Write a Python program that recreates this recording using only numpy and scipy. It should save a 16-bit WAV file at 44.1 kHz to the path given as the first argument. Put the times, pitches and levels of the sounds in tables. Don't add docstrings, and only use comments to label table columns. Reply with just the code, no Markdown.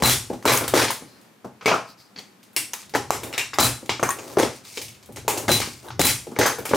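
import sys
import numpy as np
from scipy import signal
from scipy.fft import rfft, irfft, next_fast_len
from scipy.io import wavfile
from scipy.ndimage import uniform_filter1d, map_coordinates

SR = 44100
rng = np.random.default_rng(int(sys.argv[2]) if len(sys.argv) > 2 else 0)


def invert_db(x):
    u = np.asarray(x, float) / 20
    return 10 ** u


def store_pcm(level_fs):
    pcm = np.round(np.clip(level_fs, -1, 1) * 32767).astype(np.int16)
    wavfile.write(sys.argv[1], SR, np.atleast_2d(pcm).T)


N = 298116


def unit(x):
    return x / np.sqrt(np.mean(x ** 2) + 1e-20)


def along(points, hz):
    f, v = np.transpose(points)
    return np.interp(np.log(hz + 1), np.log(f + 1), v)


def filtered(x, response):
    m = next_fast_len(N + SR // 2)
    return irfft(rfft(x, m) * response(np.fft.rfftfreq(m, 1 / SR)), m)[..., :N]


def noise(spectrum):
    white = rng.standard_normal((2, N))
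    return unit(filtered(white, lambda hz: invert_db(along(spectrum, hz))))


def add(out, s, sound):
    part = out[:, round(s * SR):][:, :sound.shape[1]]
    part += sound[:, :part.shape[1]]


def ringing(hz, peaks):
    return sum(invert_db(db) * 1j * hz * width / (centre * centre - hz * hz + 1j * hz * width)
               for centre, width, db in peaks)


def resonant(x, peaks):
    return filtered(x, lambda hz: 1 + ringing(hz, peaks))


# frequency in Hz, t60 in seconds.
ROOM_T60 = [(100, 0.57), (300, 0.26), (1000, 0.3), (4000, 0.36), (9000, 0.38), (15000, 0.22)]


def blow(db, thump_db, knock_db, bright_db, crack_db, sub_db=0, body_db=7, room_db=-8, deep_db=0, edge_db=0):
    t = np.arange(SR * 3 // 5) / SR
    low_db = thump_db + sub_db
    colour = [(40, low_db + deep_db), (150, low_db - 1.5), (450, thump_db + 11.0),
              (1000, knock_db + 7.0), (1500, knock_db + 5.5 + edge_db), (2100, -0.048), (6000, 0.32),
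              (11000, bright_db + 4.0), (16000, bright_db + 2.0)]
    hz, frame_s, z = signal.stft(rng.standard_normal((3, len(t))), SR, nperseg=256)
    uneven_db = 2.2 * rng.standard_normal(len(hz))
    z = z * invert_db(along(colour, hz) + uneven_db)[:, None]
    fall_db = 60 * frame_s / along(ROOM_T60, hz)[:, None]
    late_db = room_db - 42.5 - 60 * frame_s / 3.7
    z[1:] *= invert_db(room_db - fall_db) + invert_db(late_db)
    near, mid, side = signal.istft(z, SR, nperseg=256)[1][:, :len(t)]

    touches_per_s, touch_most = 350, 1.5
    size = np.minimum(rng.exponential(size=len(t)), touch_most)
    touches = 1.45 * size * (rng.random(len(t)) < touches_per_s / SR)
    chatter = 0.6 + signal.lfilter([1], [1, -0.975], touches)

    crack = uniform_filter1d(near, size=3) * invert_db(crack_db + 2 - 60 * t / 0.0037)
    near = crack + near * chatter * invert_db(body_db - 14.5 - 60 * t / 0.067)
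    low, high = 1 + 0.12 * rng.standard_normal(2)
    near += invert_db(crack_db + thump_db - 14.5 - 60 * t / 0.045) * np.sin(2 * np.pi * 440 * low * t)
    near += invert_db(crack_db + knock_db - 12.5 - 60 * t / 0.019) * np.sin(2 * np.pi * 1100 * high * t)
    near *= 1 - np.exp(-t / 0.00065)
    swell = (1 - np.exp(-t / 0.00086)) * (1 - t / t[-1])
    return invert_db(db - 14) * np.array([near, swell * mid, swell * side])


def struck(sound, part, far):
    m = next_fast_len(sound.shape[1] + 2048)
    detune = 0.013 * rng.standard_normal()
    hz = np.fft.rfftfreq(m, 1 / SR) * (1 + detune)
    share = np.array([[1.3], [far], [far]])
    return irfft(rfft(sound, m) * (1 + share * ringing(hz, part)), m)


def contacts(rows, part, force_db, crack_db, shake_db, far):
    out = np.zeros((3, N))
    for s, db, thump_db, knock_db, bright_db in rows:
        hit = blow(db + force_db, thump_db, knock_db, bright_db, crack_db, shake_db,
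                   deep_db=1.7 * shake_db - 4)
        add(out, s, struck(hit, part, far))
    return out


# start in seconds, peak in dB, thump 150-700 Hz in dB,
# knock 700-2000 Hz in dB, bright 8-15 kHz in dB.
SLAMS = [(0.0228, -17.5, 4, 0.5, -6), (0.0355, -12, -9, -1, -5.5), (0.0737, -17.5, -35, -2.5, -2),
         (0.055, -17, -16, -11, 1), (0.0962, -10, -17, -10, -3.5), (3.5855, -7, -6.5, 3.5, -16),
         (3.5991, -11.5, -8, -21, -1), (3.6347, -18, -43, -31, 1.5), (5.4807, -22, -5.5, 2, -11),
         (5.4909, -18.5, 0.5, 1.5, -7), (5.5162, -11, -10, -15, -3.5), (5.994, -15.5, 0.5, -4.5, -6),
         (6.0145, -12.5, -51, -5, -3), (6.0496, -18, -36, -4, 3), (6.0684, -12, -16, -10, -3.5)]
# frequency in Hz, width in Hz, level in dB.
RAM = [(2040, 170, -8), (7200, 300, -2.5), (858, 29, -2.5)]


def ram_slams():
    return contacts(SLAMS, RAM, force_db=15, crack_db=1.5, shake_db=4, far=.5)


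LIFTS = [(0.4538, -12, -5, 3.5, -2), (0.4605, -13.5, 0.5, -1, -18), (0.4773, -3.5, -11, -3, -14),
         (0.4944, -6, -5.5, 3.5, -10), (0.5194, -8.5, -8, -1.5, -2), (0.535, -14, -1.5, 6.5, 4),
         (0.5731, -15, -20, -1, 0), (0.6094, -25.5, 9, 7.5, -10), (0.6384, -22, 0, 1.5, -16),
         (0.6784, -16.5, -14, -1.5, -2), (6.5834, -29, 10.5, 4, 0), (6.6528, -20, -10, 1.5, 0),
         (6.6912, -19.5, -9, -20, -11)]
LEVER = [(2270, 240, 5.4), (460, 78, 0.63)]


def lever_lifts():
    return contacts(LIFTS, LEVER, force_db=6, crack_db=2.5, shake_db=1, far=.6)


TOPS = [(0.7384, -2.5, 0, 1.5, -8), (0.752, -7.5, -12, -2, -11), (0.765, -7.5, -2, -4, -6),
        (0.7745, -2, -7, -4, -16), (0.787, -18, -7, -11, -2), (0.8001, -8, -11.5, 0.5, -8.5),
        (0.817, -15, -6, -5, -11), (0.8483, -24, -2, -3, -8), (0.8829, -16, -33, -10, -28),
        (0.9042, -18.5, -16, 0, 0.5), (4.3696, -21.5, 7, 11, -16), (4.3848, -13.5, 0.5, 1, -7.5),
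        (4.3983, -10, 0, -3, -10.5), (4.4282, -17.5, 2, 0, -14), (6.7107, -26.5, 6.5, 4, -13.5),
        (6.7352, -17.5, 11, 13.5, -16), (6.7438, -10, 1, -6, -8)]
FRAME = [(9530, 190, 4.3), (2080, 470, 0.5), (440, 260, 0.61), (887, 18, 0.98)]


def top_stops():
    return contacts(TOPS, FRAME, force_db=7, crack_db=2.2, shake_db=-3, far=.6)


RETURNS = [
    (3.996, -30.5, 9.5, 11, -8),
    (4.0285, -16.5, 6, 9.5, -6),
    (4.0335, -18, -1, 10.5, -1),
    (4.0901, -27, -8, 6.5, 7),
    (4.1041, -23, -2, 3, 1),
    (4.111, -29, -11, 8, -2),
    (4.187, -28, 2, -1, -15),
]
LINKAGE = [(6350, 260, 15.5), (8340, 230, 9.2), (9250, 68, 4), (1130, 46, 2), (2300, 530, 10.7),
           (7200, 170, 3.4)]


def linkage_returns():
    return contacts(RETURNS, LINKAGE, force_db=3, crack_db=5, shake_db=-1, far=.45)


CLACKS = [
    (6.357, -33, -8, -12, -15),
    (6.364, -28, 2, 6.5, -27),
    (6.388, -9, 5.5, 1, -3.5),
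    (6.3995, -10, -6, -7, -12),
    (6.4122, -5, -9.5, -0.5, -15),
    (6.432, -14, -6, -1, -18),
    (6.4562, -13, -2, 7, -17),
    (6.4605, -6.5, -14.5, 3.5, -4),
    (6.521, -29.5, 3, 3, -5),
]
TOGGLE = [(476, 57, 6.9), (847, 43, 2.7), (2000, 470, 4), (4720, 81, 1), (6350, 150, 8), (11100, 68, 1.5)]


def toggle_clacks():
    return contacts(CLACKS, TOGGLE, force_db=3, crack_db=5, shake_db=-1, far=.6)


SNAPS = [
    (3.8934, -5, -12, -6.5, -21),
    (5.1709, -25.5, -2, -4, -13),
    (5.6164, -10, -40, -3.5, -15),
]
CATCH = [(885, 60, 2.2), (1610, 20, 1.3), (2250, 240, 2), (2810, 130, 6.3), (3970, 47, 1.8)]


def catch_snaps():
    return contacts(SNAPS, CATCH, force_db=1.5, crack_db=6, shake_db=3, far=.8)


SEATS = [
    (3.2333, -25.5, 0, -3, 3.5),
    (3.3274, -28, -20, -2, -3),
    (3.337, -21.5, -13, 0, -26),
    (3.3785, -9.5, -15, -5.5, -7),
    (3.533, -23.5, -9.5, 2.5, -20),
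    (3.540, -34, -14, -1, 6),
]
PLATE = [(2170, 610, 8.2), (2750, 350, 4.2), (3650, 290, 4.1), (5400, 340, 3.2), (7200, 480, 4),
         (400, 72, 1.4)]


def shell_seats():
    return contacts(SEATS, PLATE, force_db=1.5, crack_db=6, shake_db=3, far=1.2)


DROPS = [
    (1.6102, -32, -13, 3, -34),
    (1.6245, -36, -1, 1, -13),
    (1.6581, -4, -3.5, -6.5, -15),
    (1.678, -10, -6, 4, -37),
    (1.7141, -16, 4.5, 12, -30),
    (1.7418, -22, 4, 14, -10),
    (1.647, -37, -13, 0, -15),
    (1.759, -37, 12, 6, -13),
    (1.822, -58, -9, 5, -16),
]
BIN = [(178, 17, 13.3), (443, 30, 5.8), (654, 70, 2.5), (1060, 42, 1.6), (1283, 81, 3.5), (2350, 480, 9.5)]


def bin_drops():
    return contacts(DROPS, BIN, force_db=3, crack_db=4.5, shake_db=-7, far=.8)


SHELLS = [
    (2.7337, -22, -23, -5, 0),
    (2.9379, -22, -5, -2, -20),
    (2.9495, -18.5, 5, 4, -3.5),
    (2.955, -16.5, -2.5, 2.5, -53),
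    (3.1057, -11.5, -4, 1, -4),
    (4.7726, -20.5, -7.5, -10.5, -13),
    (5.1604, -28, -12, -13, -3.5),
    (5.2801, -9.5, -2.5, -3, 1),
    (5.3746, -19, -5.5, -12, 0),
]
HULL = [(450, 180, 2.4), (870, 330, 5.3), (2300, 770, 5.7), (3900, 170, 1), (6200, 2900, 3.7)]


def shell_knocks():
    return contacts(SHELLS, HULL, force_db=3, crack_db=5.5, shake_db=-2, far=.6)


STANDS = [
    (2.5636, -7.5, -21, -12, -1),
    (2.607, -26, -8, -38, -9),
]
BASE = [(315, 29, 6.6), (2300, 400, 5), (2720, 190, 2.9), (5460, 500, 1.5), (8300, 620, 1.5),
        (9950, 540, 1.5)]


def shell_stands():
    return contacts(STANDS, BASE, force_db=1.5, crack_db=6, shake_db=3, far=.9)


PICKS = [
    (2.1603, -30.5, -6, -6, -38),
    (2.176, -33, -4, -8, -22),
    (2.186, -30.5, -9, -7, -7),
    (2.192, -32.5, -6, -4, -13),
]
TRAY = [(4500, 390, 12), (3300, 160, 4), (6600, 130, 4), (2200, 630, 6.6), (240, 44, 2.3)]


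def tray_picks():
    return contacts(PICKS, TRAY, force_db=1.5, crack_db=6, shake_db=-7, far=.6)


# start in seconds, peak in dB, body under 2 kHz in dB, bright 8-15 kHz in dB.
TICKS = [(0.426, -28.5, 2, -10), (1.213, -43, -20, -2), (2.003, -38, -14, -14), (2.43, -34, -34, -5),
         (2.531, -50, -8, 12), (2.828, -29, -6, -16), (2.895, -31.5, -13.5, -5), (3.858, -28.5, -30, -9),
         (4.6502, -27, -10, -9), (4.8158, -16, -18, -5), (4.882, -24, -34, -7), (4.9486, -33, -33, -11),
         (4.69, -36, -22, -7), (4.726, -34, -15, -7), (4.846, -25, -26, -7), (5.0276, -31, -27.5, -11),
         (5.0576, -37, -18, 1), (5.1226, -36, -13, 2), (5.8849, -29, 7.5, -9), (5.904, -21.5, 2, -47),
         (6.315, -33.5, 3, -5)]


def part_ticks():
    out = np.zeros((3, N))
    for s, db, body_db, bright_db in TICKS:
        add(out, s, blow(db, body_db - 19, body_db - 0.5, bright_db, crack_db=10.5))
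    return out


# start in seconds, peak in dB, knock 700-2000 Hz in dB, click 2-8 kHz in dB.
PUSHES = [(0.001, -28.5, 0, 16.5), (0.3, -15.5, -11, -2), (0.331, -20, -8.5, 6), (0.446, -27, 7, -2),
          (1.022, -30.5, -7, -33), (1.445, -26.5, 3.5, 4.5), (1.455, -31, -5, -10), (1.463, -41, -16, -10),
          (3.828, -24, -17, -37), (5.089, -28.5, -9, -11), (5.249, -35, -3, 8), (5.601, -22, -1, 25),
          (5.673, -27, -17, -16), (6.268, -22, -15, 2), (6.319, -26.5, -4, -14)]
TABLETOP = [(219, 61, 2), (445, 440, 1.5), (810, 110, 5)]


def bench_pushes():
    out = np.zeros((3, N))
    for s, db, knock_db, click_db in PUSHES:
        add(out, s, blow(db + click_db - 10, 10.0 - click_db, 11.0 + knock_db - click_db, -10.0,
                         crack_db=9.5, sub_db=7.0, body_db=11.0, room_db=-5.0, deep_db=-13, edge_db=-4))
    return invert_db(-5.0) * resonant(out, TABLETOP)


BENCH = [(122.4, 15.7, 12), (254.5, 57.5, 5.5), (360, 114, -4.5), (520, 53, -14), (814, 18, -1.5)]


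def press():
    sound = ram_slams() + lever_lifts() + top_stops() + linkage_returns() + toggle_clacks()
    sound += catch_snaps() + shell_seats() + bin_drops() + shell_knocks()
    sound += shell_stands() + tray_picks() + part_ticks() + bench_pushes()
    near, mid, side = resonant(sound, BENCH)
    return np.array([near + mid, 0.91 * side])


# start in seconds,
# frequency in Hz, level in dB, t60 in seconds.
PINGS = [(0.4545, 950, -17, 0.028), (0.4797, 2520, -25, .012), (0.5191, 760, -13, 0.013),
         (0.5735, 6600, -14.5, 0.015), (0.641, 3650, -27.5, 0.013), (0.7375, 550, -6.5, 0.03),
         (0.765, 506, -17, 0.034), (0.884, 3240, -23, .015), (0.904, 1000, -27, 0.031),
         (1.66, 510, -23.5, 0.044), (1.664, 2250, -24, 0.098), (1.7138, 634, -13, 0.022),
         (1.739, 1240, -16.5, 0.029), (1.759, 1110, -18, 0.014), (2.186, 4500, -33.5, .05),
         (2.19, 3300, -45, 0.058), (2.19, 6600, -51, .1), (2.7338, 6300, -20, 0.012),
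         (2.951, 520, -17.5, 0.015), (3.1055, 780, -9.5, 0.011), (3.38, 2200, -19, 0.0098),
         (3.394, 2480, -28, 0.039), (3.54, 4970, -32, .04), (4.028, 676, -13, 0.016),
         (4.034, 6350, -22.5, 0.034), (4.0895, 6470, -19.5, 0.018), (4.09, 1090, -21.5, 0.065),
         (4.105, 7200, -19, 0.017), (4.105, 9250, -31, .14), (4.371, 633, -14.5, 0.035),
         (4.398, 6600, -20.5, 0.036), (4.773, 2300, -44, 0.0088), (5.2795, 740, -18.5, 0.033),
         (5.481, 2080, -24.5, 0.043), (5.492, 580, -16, 0.048), (5.883, 3930, -44, 0.035),
         (5.885, 10200, -51, .06), (5.995, 728, -17, 0.036), (6.363, 2200, -30, 0.018),
         (6.388, 710, -17, 0.015), (6.457, 700, -18, 0.015), (6.7356, 510, -8, 0.02),
         (0.302, 875, -41, 0.13), (0.328, 410, -35, 0.046), (0.343, 334, -34, 0.054),
        (1.795, 520, -43, 0.13), (1.995, 125, -60, .12), (2.18, 202, -50, 0.16), (2.735, 2820, -33, .02),
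        (2.9495, 1740, -13, .008), (3.392, 3650, -28, 0.055), (3.41, 2750, -32, 0.19),
        (4.034, 614, -15, 0.014), (4.039, 2350, -29, 0.085), (4.106, 1870, -35, 0.13),
        (4.124, 1120, -37, 0.1), (4.206, 420, -38, .025), (6.412, 1560, -14.5, 0.02),
        (6.586, 760, -40, .08), (3.9, 392, -36, 0.092), (4.372, 392, -13.5, .07), (1.444, 720, -45, 0.072),
        (1.445, 1160, -49, 0.1), (1.454, 197, -44, .15), (4.15, 387, -46.5, 0.18),
        (0.4605, 520, -12.5, 0.0067)]


def pings():
    out, t = np.zeros((2, N)), np.arange(SR // 5) / SR
    for s, hz, db, t60_s in PINGS:
        lower = np.sin(2 * np.pi * hz * 0.91 * t + 2 * np.pi * rng.random())
        pair = np.sin(2 * np.pi * hz * t) + 0.44 * lower
        fade = invert_db(db - 60 * t / t60_s) * (1 - np.exp(-t / 0.00042))
        add(out, s, fade * pair * [[1], [.4]])
    return out


# start in seconds, level in dB, free ringing in seconds, upper mode in dB.
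RINGS = [
    (0.0357, -20, 0.023, 0),
    (0.074, -25.5, 0.059, -5),
    (0.469, -26, .04, -16),
    (3.597, -20, 0.033, -7),
    (3.628, -20, .02, -10),
    (3.73, -45.5, 0.065, -10),
    (5.498, -26.5, 0.042, -15),
    (5.516, -19, 0.064, -25),
    (6.006, -24.5, 0.035, -3),
    (6.045, -26.5, 0.088, -2),
]


def bell():
    t60_s, damped_db_per_s = 0.36, 500
    out, t = np.zeros((2, N)), np.arange(SR // 2) / SR
    for s, db, free_s, upper_db in RINGS:
        wander = 0.035 * np.cumsum(rng.standard_normal((2, len(t))), axis=1)
        lower = np.sin(2 * np.pi * 3993 * t + wander[0])
        upper = np.sin(2 * np.pi * 4055 * t + wander[1])
        level_db = db - 60 * t / t60_s - damped_db_per_s * np.maximum(t - free_s, 0)
        fade = invert_db(level_db) * (1 - np.exp(-t / 0.0015))
        add(out, s, fade * (lower + invert_db(upper_db) * upper) * [[1], [.5]])
    return out


# start in seconds, length in seconds, frequency in Hz, level in dB.
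SQUEAKS = [
    (1.062, 0.14, 4180, -65),
    (3.073, 0.032, 4300, -61),
    (6.533, 0.034, 4250, -60),
    (6.582, 0.05, 15000, -58),
]


def squeaks():
    out = np.zeros((2, N))
    for s, length_s, hz, db in SQUEAKS:
        t = np.arange(round(length_s * SR)) / SR
        wander = np.cumsum(rng.standard_normal(SR // 4))[:len(t)]
        whistle = np.sin(2 * np.pi * hz * t + 0.072 * wander)
        add(out, s, invert_db(db) * np.sin(np.pi * t / length_s) * whistle * [[1], [.8]])
    return out


# start in seconds, length in seconds, start level in dB, end level in dB.
SLIDES = [
    (2.78, 0.12, -35, -69),
    (4.14, 0.234, -59, -45),
    (4.52, 0.14, -38.5, -68),
    (4.63, 0.17, -46.5, -45.5),
    (4.75, 0.23, -36, -65),
    (5.62, 0.23, -37, -57.5),
    (5.82, 0.058, -47, -54),
]
# frequency in Hz, density in dB per Hz.
RUB = [(350, -55), (600, -32), (657, -7), (1760, -13), (2230, 1.5), (3210, -6), (4660, 2), (9000, -2.5),
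       (11700, -14), (19800, -120)]
RUSTLE = [
    (1.04, 0.3, -57, -75),
    (1.86, 0.095, -47, -53.5),
    (1.97, 0.2, -47.5, -78),
    (2.165, 0.069, -44, -80),
]
RUSTLE_TONE = [(1500, -6), (3000, -14), (4300, 2), (4900, 6), (5600, -4), (7500, -11), (10000, -37)]
GROANS = [
    (3.13, 0.072, -33, -53),
    (3.2, 0.25, -39, -50),
    (4.13, 0.27, -47, -42.5),
    (5.3, 0.19, -35, -39),
    (5.82, 0.092, -43, -42),
]
GROAN_TONE = [(120, -75), (250, -3), (390, 1.5), (600, -3), (860, -5), (1300, -10.5), (2500, -21.5)]
RUB_BRIGHT = [(4500, -30), (8000, -3), (12000, -4), (16000, -5)]


def slides():
    grain = invert_db(2.0 * map_coordinates(rng.standard_normal(N // 100 + 4), [np.arange(N) / 100]))
    bright = unit(grain * noise(RUB_BRIGHT))
    out = np.zeros((2, N))
    kinds = ((SLIDES, RUB, -5), (RUSTLE, RUSTLE_TONE, -6), (GROANS, GROAN_TONE, -30))
    for strokes, spectrum, bright_db in kinds:
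        rub = unit(grain * noise(spectrum)) + invert_db(bright_db) * bright
        for s, length_s, start_db, end_db in strokes:
            t = np.arange(round(length_s * SR)) / SR
            fade = np.clip(np.minimum(t, length_s - t) / 0.043, 0, 1)
            level_db = start_db + (end_db - start_db) * t / length_s - 4.5
            add(out, s, fade * invert_db(level_db) * rub[:, round(s * SR):][:, :len(t)])
    return out


# time in seconds, level in dB.
SWAY = [(0.05, -30.5), (0.73, -31), (1.7, -51), (3.0, -39), (3.18, -40), (3.62, -38), (4.4, -35.5),
        (4.85, -46), (5.2, -36), (5.52, -27.5), (6.02, -29), (6.74, -55)]
SWAY_TONE = [(20, -19), (55, -10), (118, 7.5), (200, -14.5), (400, -7), (800, -61)]


def bench_sway():
    rise_db_per_s, fall_db_per_s = 115, 94
    t = np.arange(N) / SR
    load = sum(invert_db(db - np.maximum(rise_db_per_s * (s - t), fall_db_per_s * (t - s))) for s, db in SWAY)
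    return load * invert_db(-14.5) * noise(SWAY_TONE)


AIR = [(15, -70), (25, -66), (100, -10), (165, -4.5), (205, 3), (270, -3.5), (553, -8), (854, -9.5),
       (1470, -11.5), (1600, -12), (1930, -13), (4860, -19.5), (15200, -23.5), (16500, -45)]


def workshop_air():
    air_db = -63
    drift_db = 1.2 * map_coordinates(rng.standard_normal(N // 9000 + 4), [np.arange(N) / 9000])
    return invert_db(air_db + drift_db) * noise(AIR) * invert_db([[0], [6]])


# frequency in Hz, level in dB.
APART = [(60, -27), (250, -11.5), (1000, -9.5), (8000, -9.5), (15000, -10)]


def scene():
    mid, side = press() + pings() + bell() + squeaks() + slides() + bench_sway() + workshop_air()
    side = filtered(side, lambda hz: invert_db(along(APART, hz)))
    return np.array([mid + side, mid - side]) * invert_db([[.6], [-.6]])


# frequency in Hz, level in dB.
MIC = [(100, -4), (1000, -5.5), (15400, -9), (16000, -16), (16900, -100)]


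def capsule(hz):
    low_cut_hz = 54
    u = 1j * hz / low_cut_hz
    return invert_db(along(MIC, hz)) * (u * u / (1 + 1.145 * u + u * u)) ** 2


def low_pass(x):
    return signal.sosfilt(signal.butter(12, 16970, fs=SR, output="sos"), x)


def record(dry):
    x = filtered(dry, capsule)
    knee_db, release_db_per_s, squeeze = -20, 300, .9
    ramp_db = release_db_per_s * np.arange(N) / SR
    level_db = 20 * np.log10(np.abs(x).max(0) + 1e-9)
    held_db = np.maximum.accumulate(level_db + ramp_db) - ramp_db
    cut_db = squeeze * np.maximum(held_db - knee_db, 0)
    cut_db = uniform_filter1d(cut_db, size=71, origin=26)
    x = x * invert_db(-cut_db + 13.0)
    x = x / (1 + np.abs(x / .7) ** 4) ** (1 / 4)
    return low_pass(x)


dry = scene()
out = record(dry)
store_pcm(out)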